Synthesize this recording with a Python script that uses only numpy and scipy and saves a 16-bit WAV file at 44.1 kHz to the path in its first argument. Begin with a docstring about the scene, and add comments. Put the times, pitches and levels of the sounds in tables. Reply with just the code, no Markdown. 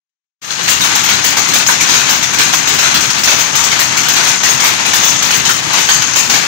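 """Three old shuttle looms at close range in a hard-walled workshop, on a handheld stereo pair.
After 0.4 s the microphones fade in on looms clattering far back and the drive rumbling in the floor.
Up close the three run out of step, each throwing its shuttle out and back: every blow cracks and rattles
the loose iron frame, and narrow treble resonances flare. The left microphone faces the machines and
overloads. As the pair drifts towards the other two, the first loom slowly grows fainter."""
import sys
import numpy as np
from scipy import signal
from scipy.fft import rfft, irfft, next_fast_len
from scipy.io import wavfile
from scipy.ndimage import uniform_filter1d, minimum_filter1d, map_coordinates

SR = 44100
rng = np.random.default_rng(int(sys.argv[2]) if len(sys.argv) > 2 else 0)


def dump(signal):
    """Clip the signal to [-1, 1] and save it as 16-bit WAV at the path in sys.argv[1]."""
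    limited = np.clip(np.atleast_2d(signal).T, -1, 1)
    pcm = np.round(limited * 32767).astype(np.int16)
    wavfile.write(sys.argv[1], SR, pcm)


N = 285327

# Levels in the tables are relative. Spectrum of each layer: freq_hz, level_db
FLOOR_SPECTRUM = [(25, -30), (62, -31), (83, -8), (98, -13), (122, -1), (160, -3), (200, -4.5), (300, -5.5),
                  (450, -16), (900, -46.5)]
FAR_SPECTRUM = [(100, -20.5), (300, -3), (550, -5), (900, 2), (1400, 2), (2500, -0.5), (4100, -3.5),
                (5200, -11), (6500, -20.5), (8000, -30.5), (15500, -61)]
FRAME_SPECTRUM = [(100, -18), (300, -4.5), (550, -7), (900, -0.5), (1400, 0.5), (2500, 0), (4100, -1),
                  (5200, -9.5), (6500, -15), (8000, -27.5), (15500, -53)]
JINGLE_SPECTRUM = [(3000, -31), (5000, 0), (5800, -1), (6250, -2.5), (6480, 1.5), (6750, -5), (7200, -7.5),
                   (7900, -17.5), (10000, -50), (15500, -57)]
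RING_SPECTRUM = [(5000, -30), (7800, 10), (9500, -17), (11500, -30), (13600, -8), (14500, 9), (15500, 4)]
SLAM_SPECTRUM = [(100, -16), (400, -4), (900, 2), (1600, 6), (4000, 3.5), (6000, -3.5), (8000, -27.5),
                 (15500, -18.5)]
# resonances of the iron frame: pitch_hz, width_hz, level_db
IRON_MODES = [(906, 110, -3.5), (1172, 13, -1), (1496, 51, -3.5), (2046, 13, 1), (2710, 38, -8),
              (4110, 98, -10)]
# narrow high treble resonances that flare on each loud blow: pitch_hz, width_hz, level_db
TREBLE_MODES = [(7900, 70, -4), (8686, 46, 5), (9370, 90, 0), (10310, 57, 2), (11000, 74, -2),
                (12030, 77, -1), (12690, 84, -1), (13300, 150, -5), (13920, 60, 0), (14570, 260, 2),
                (15300, 300, 1)]
# clatter from the back of the workshop: time_s, level_db
FAR_LEVELS = [(0.62, -13), (0.68, -18), (0.88, -14), (1.64, -15), (1.76, -13), (2.51, -15), (2.92, -14.5),
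              (3.08, -15.5), (3.34, -17), (3.45, -14), (4.02, -14.5), (4.17, -14), (4.58, -13),
              (5.36, -13.5), (5.54, -19), (5.75, -14), (5.85, -14.5), (6.47, -15.5)]
# single parts ringing out above the din: start_s, pitch_hz, level_db, t60_s
PART_PINGS = [(.632, 4160, -29, 0.77), (.813, 3740, -15.5, 0.16), (.84, 1210, -20.5, 0.16),
              (1.486, 4150, -24, 0.28), (1.67, 6470, -8, 0.15), (1.686, 1540, -10, 0.099),
              (1.692, 958, -20, .14), (1.807, 2310, -12.5, 0.11), (2.535, 1027, -19, .088),
              (4.635, 981, -20, 0.11), (4.86, 2424, -16.5, 0.097), (5.49, 1390, -16, 0.15)]
# One cycle of each near loom: cycle_fraction, frame_db, jingle_db, ring_db, slam_db
FIRST_CYCLE = [(-.064, -23, -17.5, -23, -43), (0, -15, -7, -10.5, -8), (.178, -20.5, -12.5, -17.5, -14),
               (.411, -23.5, -18.5, -22, -28), (.474, -21, -9.5, -15, -9), (.654, -14.5, -8.5, -13, -11.5)]  # picking stick taken up, throw, landing; out, then back
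SECOND_CYCLE = [(0, -15, -5, -12.5, -7), (0.333, -32.5, -45, -32.5, -28), (.5, -15.5, -8, -20, -15),
                (.838, -23.5, -8.5, -21, -11)]  # home landing, throw, far landing, throw back
THIRD_CYCLE = [(0, -13, -3, -13, -7), (.5, -15, -13.5, -24.5, -15)]  # home landing, far landing
# looms two and three, slower and uneven on their belts, land at home and in the far box by turns:
# start_s, strength_db, treble_boost_db
SECOND_PASSES = [(.092, -1, -2), (.504, -1, -2), (.951, -2.5, -1), (1.368, 0.5, 3), (1.806, -3, 3),
                 (2.225, -4, 0), (2.673, -1.5, -1), (3.1, -2.5, -3), (3.553, -2, 1), (3.968, -2, 4.5),
                 (4.433, -2, 0), (4.85, -4.5, -3.5), (5.307, -2.5, -3), (5.731, 0, -5.5), (6.158, 1, -3.5)]
THIRD_PASSES = [(.678, -3, -17), (1.11, -3, -11), (1.555, -2.5, -16), (1.953, -2, 6), (2.396, -1, -1),
                (2.828, 3, -6), (3.276, 3, -3.5), (3.715, -1.5, 1), (4.164, -1, -10), (4.6, -1, 7),
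                (5.035, -0.5, 1.5), (5.451, -0.5, 5), (5.888, 2.5, 0), (6.296, -0.5, 8)]
# harder hits on some strokes, plus a few stray knocks: start_s, frame_db, jingle_db, ring_db, slam_db
EXTRA_ACCENTS = [(1.887, -13, -15, -21, -28), (2.535, -29, -14, -24, -3.5), (3.005, -18.5, -9, -18, -24),
                 (4.268, -18, -18, -18, -14), (4.656, -25, -19, -21, -12), (5.223, -16.5, -8, -17, -9)]
# how alike the room sounds at the two microphones: freq_hz, coherence_ratio
ROOM_COHERENCE = [(30, 0.2), (70, 1), (220, 0.71), (500, 0.27), (1200, 0), (8000, 0)]
# how much more the left microphone takes in: freq_hz, gain_db
LEFT_MIC_GAIN = [(30, -4), (90, 2), (300, 3.5), (800, -0.5), (1400, 3), (2500, 6), (4000, 6), (5200, 11.5),
                 (6500, 22), (8000, 21.5), (15500, 19.5)]
# the microphones fade in: time_s, gain_db
FADE_IN = [(.41, -82), (.418, -23), (.45, -11), (.5, -5.5), (.6, -0.5), (.68, 4.5)]


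def amp(db):
    """Decibels to gain."""
    return 10 ** (np.asarray(db) / 20)


def unit(x):
    """Scale to rms 1."""
    return x / np.sqrt(np.mean(x ** 2) + 1e-20)


def along(points, hz):
    """Read (freq_hz, value) points at hz, on a log frequency axis."""
    freqs, values = np.transpose(points)
    return np.interp(np.log(hz + 1), np.log(freqs + 1), values)


def curve(points):
    """Join (time_s, value) points into one value per sample."""
    return np.interp(np.arange(N) / SR, *np.transpose(points))


def wobble(rate_hz):
    """A smooth random curve with rate_hz knots a second."""
    knots = rng.standard_normal(int(N * rate_hz / SR) + 4)
    return map_coordinates(knots, [np.arange(N) * rate_hz / SR])


def filtered(x, response):
    """Filter x by a complex response of frequency."""
    n = x.shape[-1]
    padded = next_fast_len(n + 4096)
    return irfft(rfft(x, padded) * response(np.fft.rfftfreq(padded, 1 / SR)), padded)[..., :n]


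def body(x, spectrum, modes=(), modes_db=0):
    """Pass x through a broad colour with resonances on it, at unit power gain for white noise."""
    def response(f):
        peaks = sum(amp(db + modes_db) * 1j * f * width / (hz * hz - f * f + 1j * f * width)
                    for hz, width, db in modes)
        gain = amp(along(spectrum, f)) + peaks
        return gain / np.sqrt(np.mean(abs(gain) ** 2))
    return filtered(x, response)


def tinted(x, depth_db, step_hz):
    """Give x chance peaks and valleys, as striking another spot of a machine does."""
    knots = rng.standard_normal(512)
    return filtered(x, lambda f: unit(amp(depth_db * np.interp(f / step_hz, np.arange(512), knots))))


def room_noise():
    """White room noise at the two microphones: alike in the bass, unrelated in the treble."""
    def mid_side_gains(f):
        angle = np.arccos(np.clip(along(ROOM_COHERENCE, f), -1, 1)) / 2
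        return np.array([np.cos(angle), np.sin(angle)])
    mid, side = filtered(rng.standard_normal((2, N)), mid_side_gains)
    return np.array([mid + side, mid - side])


def contacts(rate_hz, life_s, spread_db):
    """Envelope, rms 1, of loose parts touching at random, each touch dying away over life_s."""
    touches = rng.random(N) < rate_hz / SR
    energy = touches * amp(spread_db * np.clip(rng.standard_normal(N), -2, 2)) ** 2
    return unit(np.sqrt(signal.lfilter([1], [1, -np.exp(-2 / (life_s * SR))], energy)))


def bursts(starts, levels_db, t60_s, attack_s, tint_db, tint_hz):
    """A decaying burst of room noise at each blow, each with its own colour."""
    out, t = np.zeros((2, N + SR)), np.arange(SR * 2 // 5) / SR
    envelope = amp(-60 * t / t60_s) * (1 - np.exp(-t / attack_s))
    room = np.tile(room_noise(), 2)
    for start_s, db in zip(starts, levels_db):
        noise = room[:, rng.integers(N):][:, :len(t)]
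        out[:, round(start_s * SR):][:, :len(t)] += amp(db) * envelope * tinted(noise, tint_db, tint_hz)
    return out[:, :N]


def drive(thump_db=-34, drone_db=-49.5, drone_hz=83.3):
    """Underfoot: cranks and belts shake the floor in uneven thumps; the motors drone beneath them."""
    thumps = amp(thump_db + 1.6 * wobble(25)) * body(room_noise(), FLOOR_SPECTRUM)
    phase = 2 * np.pi * np.cumsum(drone_hz + 3 * wobble(8)) / SR
    return thumps + np.sin(phase) * amp(drone_db + 1.4 * wobble(10))


def far_looms(clatter_db=-8, jingle_db=-24.5):
    """Far back: the other looms merge into a dense clatter with a jingle of steel on top."""
    level_db = curve(FAR_LEVELS)
    clatter = room_noise() * contacts(rate_hz=420, life_s=0.04, spread_db=5)
    jingle = room_noise() * contacts(rate_hz=280, life_s=0.022, spread_db=1)
    return (amp(level_db + clatter_db) * body(clatter, FAR_SPECTRUM, IRON_MODES, modes_db=-4.5)
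            + amp(level_db + jingle_db) * body(jingle, JINGLE_SPECTRUM))


def pings(attack_s=0.0019):
    """Above the din: rods, springs and wooden arms ring at one pitch each, blurred by their rattling."""
    out, t = np.zeros((2, N + SR)), np.arange(SR // 3) / SR
    for start_s, hz, db, t60_s in PART_PINGS:
        width_hz = 16 / t60_s  # the shorter the ring, the wider its line
        drift = np.cumsum(rng.standard_normal((2, len(t))), axis=1) * np.sqrt(2 * np.pi * width_hz / SR)
        envelope = amp(-60 * t / t60_s) * (1 - np.exp(-t / attack_s))
        gain = amp(db + 8.5 - along(LEFT_MIC_GAIN, hz))  # balanced for the left microphone
        out[:, round(start_s * SR):][:, :len(t)] += gain * envelope * np.sin(2 * np.pi * hz * t + drift)
    return out[:, :N]


def loom_blows(passes, cycle):
    """A loom cycles once in two shuttle passes. Rows: start_s, frame_db, jingle_db, ring_db, slam_db."""
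    lengths = np.diff([start_s for start_s, _, _ in passes])
    lengths = np.append(lengths, lengths[-2])
    blows = []
    for k, ((start_s, db, boost_db), length_s) in enumerate(zip(passes, lengths)):
        treble_db = db + boost_db
        for cycle_fraction, frame, jingle, ring, slam in cycle:
            direction, pass_fraction = divmod(2 * cycle_fraction, 1)
            if direction % 2 == k % 2:  # even passes go out, odd ones come back
                blow_s = start_s + pass_fraction * length_s
                blows.append((blow_s, frame + db, jingle + treble_db, ring + treble_db, slam + db))
    return blows


def near_blows(throw_s=0.686, cycle_s=0.8495, recede_db_per_s=0.4):
    """Blows of the three near looms; the first keeps strict time and fades as the microphones move on."""
    starts = np.arange(throw_s - cycle_s, N / SR, cycle_s / 2)
    first_passes = [(s, -recede_db_per_s * (s - starts.mean()), 0) for s in starts]
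    blows = np.array(loom_blows(first_passes, FIRST_CYCLE) + loom_blows(SECOND_PASSES, SECOND_CYCLE)
                     + loom_blows(THIRD_PASSES, THIRD_CYCLE) + EXTRA_ACCENTS)
    return blows[(blows[:, 0] > 0) & (blows[:, 0] < N / SR)]


def near_rattle(blows):
    """Up close: each blow rattles the frame and jingles loose steel, and the high treble rings."""
    starts, frame_db, jingle_db, ring_db, _ = blows.T
    frame = bursts(starts, frame_db - 0.8, t60_s=0.49, attack_s=0.00091, tint_db=4, tint_hz=201.5)
    frame *= contacts(rate_hz=540, life_s=0.0094, spread_db=1.5)
    jingle = bursts(starts, jingle_db - 21, t60_s=0.4, attack_s=0.00058, tint_db=3.5, tint_hz=195.4)
    jingle *= contacts(rate_hz=300, life_s=0.014, spread_db=1.5)
    ring = bursts(starts, ring_db - 21.5, t60_s=0.29, attack_s=0.001, tint_db=6, tint_hz=260.2)
    ring *= contacts(rate_hz=220, life_s=0.018, spread_db=2.5)
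    return (body(frame, FRAME_SPECTRUM, IRON_MODES, modes_db=-4.5)
            + body(jingle, JINGLE_SPECTRUM)
            + body(ring, RING_SPECTRUM, TREBLE_MODES, modes_db=10))


def slams(blows, t60_s=0.085, contact_s=0.0011, contact_gain=0.82):
    """In the foreground: picker and shuttle hit home with a hard, short clank."""
    out, t = np.zeros((2, N + SR)), np.arange(SR // 8) / SR
    # the first contact stands out over the chatter that follows
    envelope = amp(-60 * t / t60_s) * (1 + contact_gain * np.exp(-t / contact_s))
    for start_s, *_, db in blows:
        shared, per_mic = rng.standard_normal(len(t)), rng.standard_normal((2, len(t)))
        clank = tinted(unit(shared + per_mic), depth_db=2, step_hz=239)
        out[:, round(start_s * SR):][:, :len(t)] += amp(db - 6.5) * envelope * clank
    # the shuttle box lies nearer the right microphone
    return body(out[:, :N], SLAM_SPECTRUM) * amp([[-5], [0]])


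def scene(left_lag_s=0.00128):
    """All machines at the two microphones; the left hears them louder, brighter and a little later."""
    blows = near_blows()
    din = (near_rattle(blows) + far_looms()) * amp([[0], [-1.6]])
    left, right = din + slams(blows) + pings() + drive()
    left = filtered(left, lambda f: amp(along(LEFT_MIC_GAIN, f)) * np.exp(-2j * np.pi * f * left_lag_s))
    return np.array([left, right])


def limiter(x, ceiling, hold_s):
    """Turn each channel down for about hold_s around peaks over the ceiling."""
    size = int(hold_s * SR)
    needed_gain = np.minimum(1, ceiling / (abs(x) + 1e-9))
    return x * uniform_filter1d(minimum_filter1d(needed_gain, size, axis=1), size, axis=1)


def record(dry, top_hz=15780):
    """The microphone channels fade in, are limited, saturate on remaining peaks and roll off at top_hz."""
    faded = dry * amp(curve(FADE_IN) - 0.76)
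    held = limiter(faded, ceiling=1.495, hold_s=0.0023)
    saturated = held / (1 + abs(held) ** 10) ** (1 / 10)
    return filtered(saturated, lambda f: np.clip((top_hz - f) / 120 + 0.5, 0, 1))


dry = scene()
out = record(dry)
dump(out)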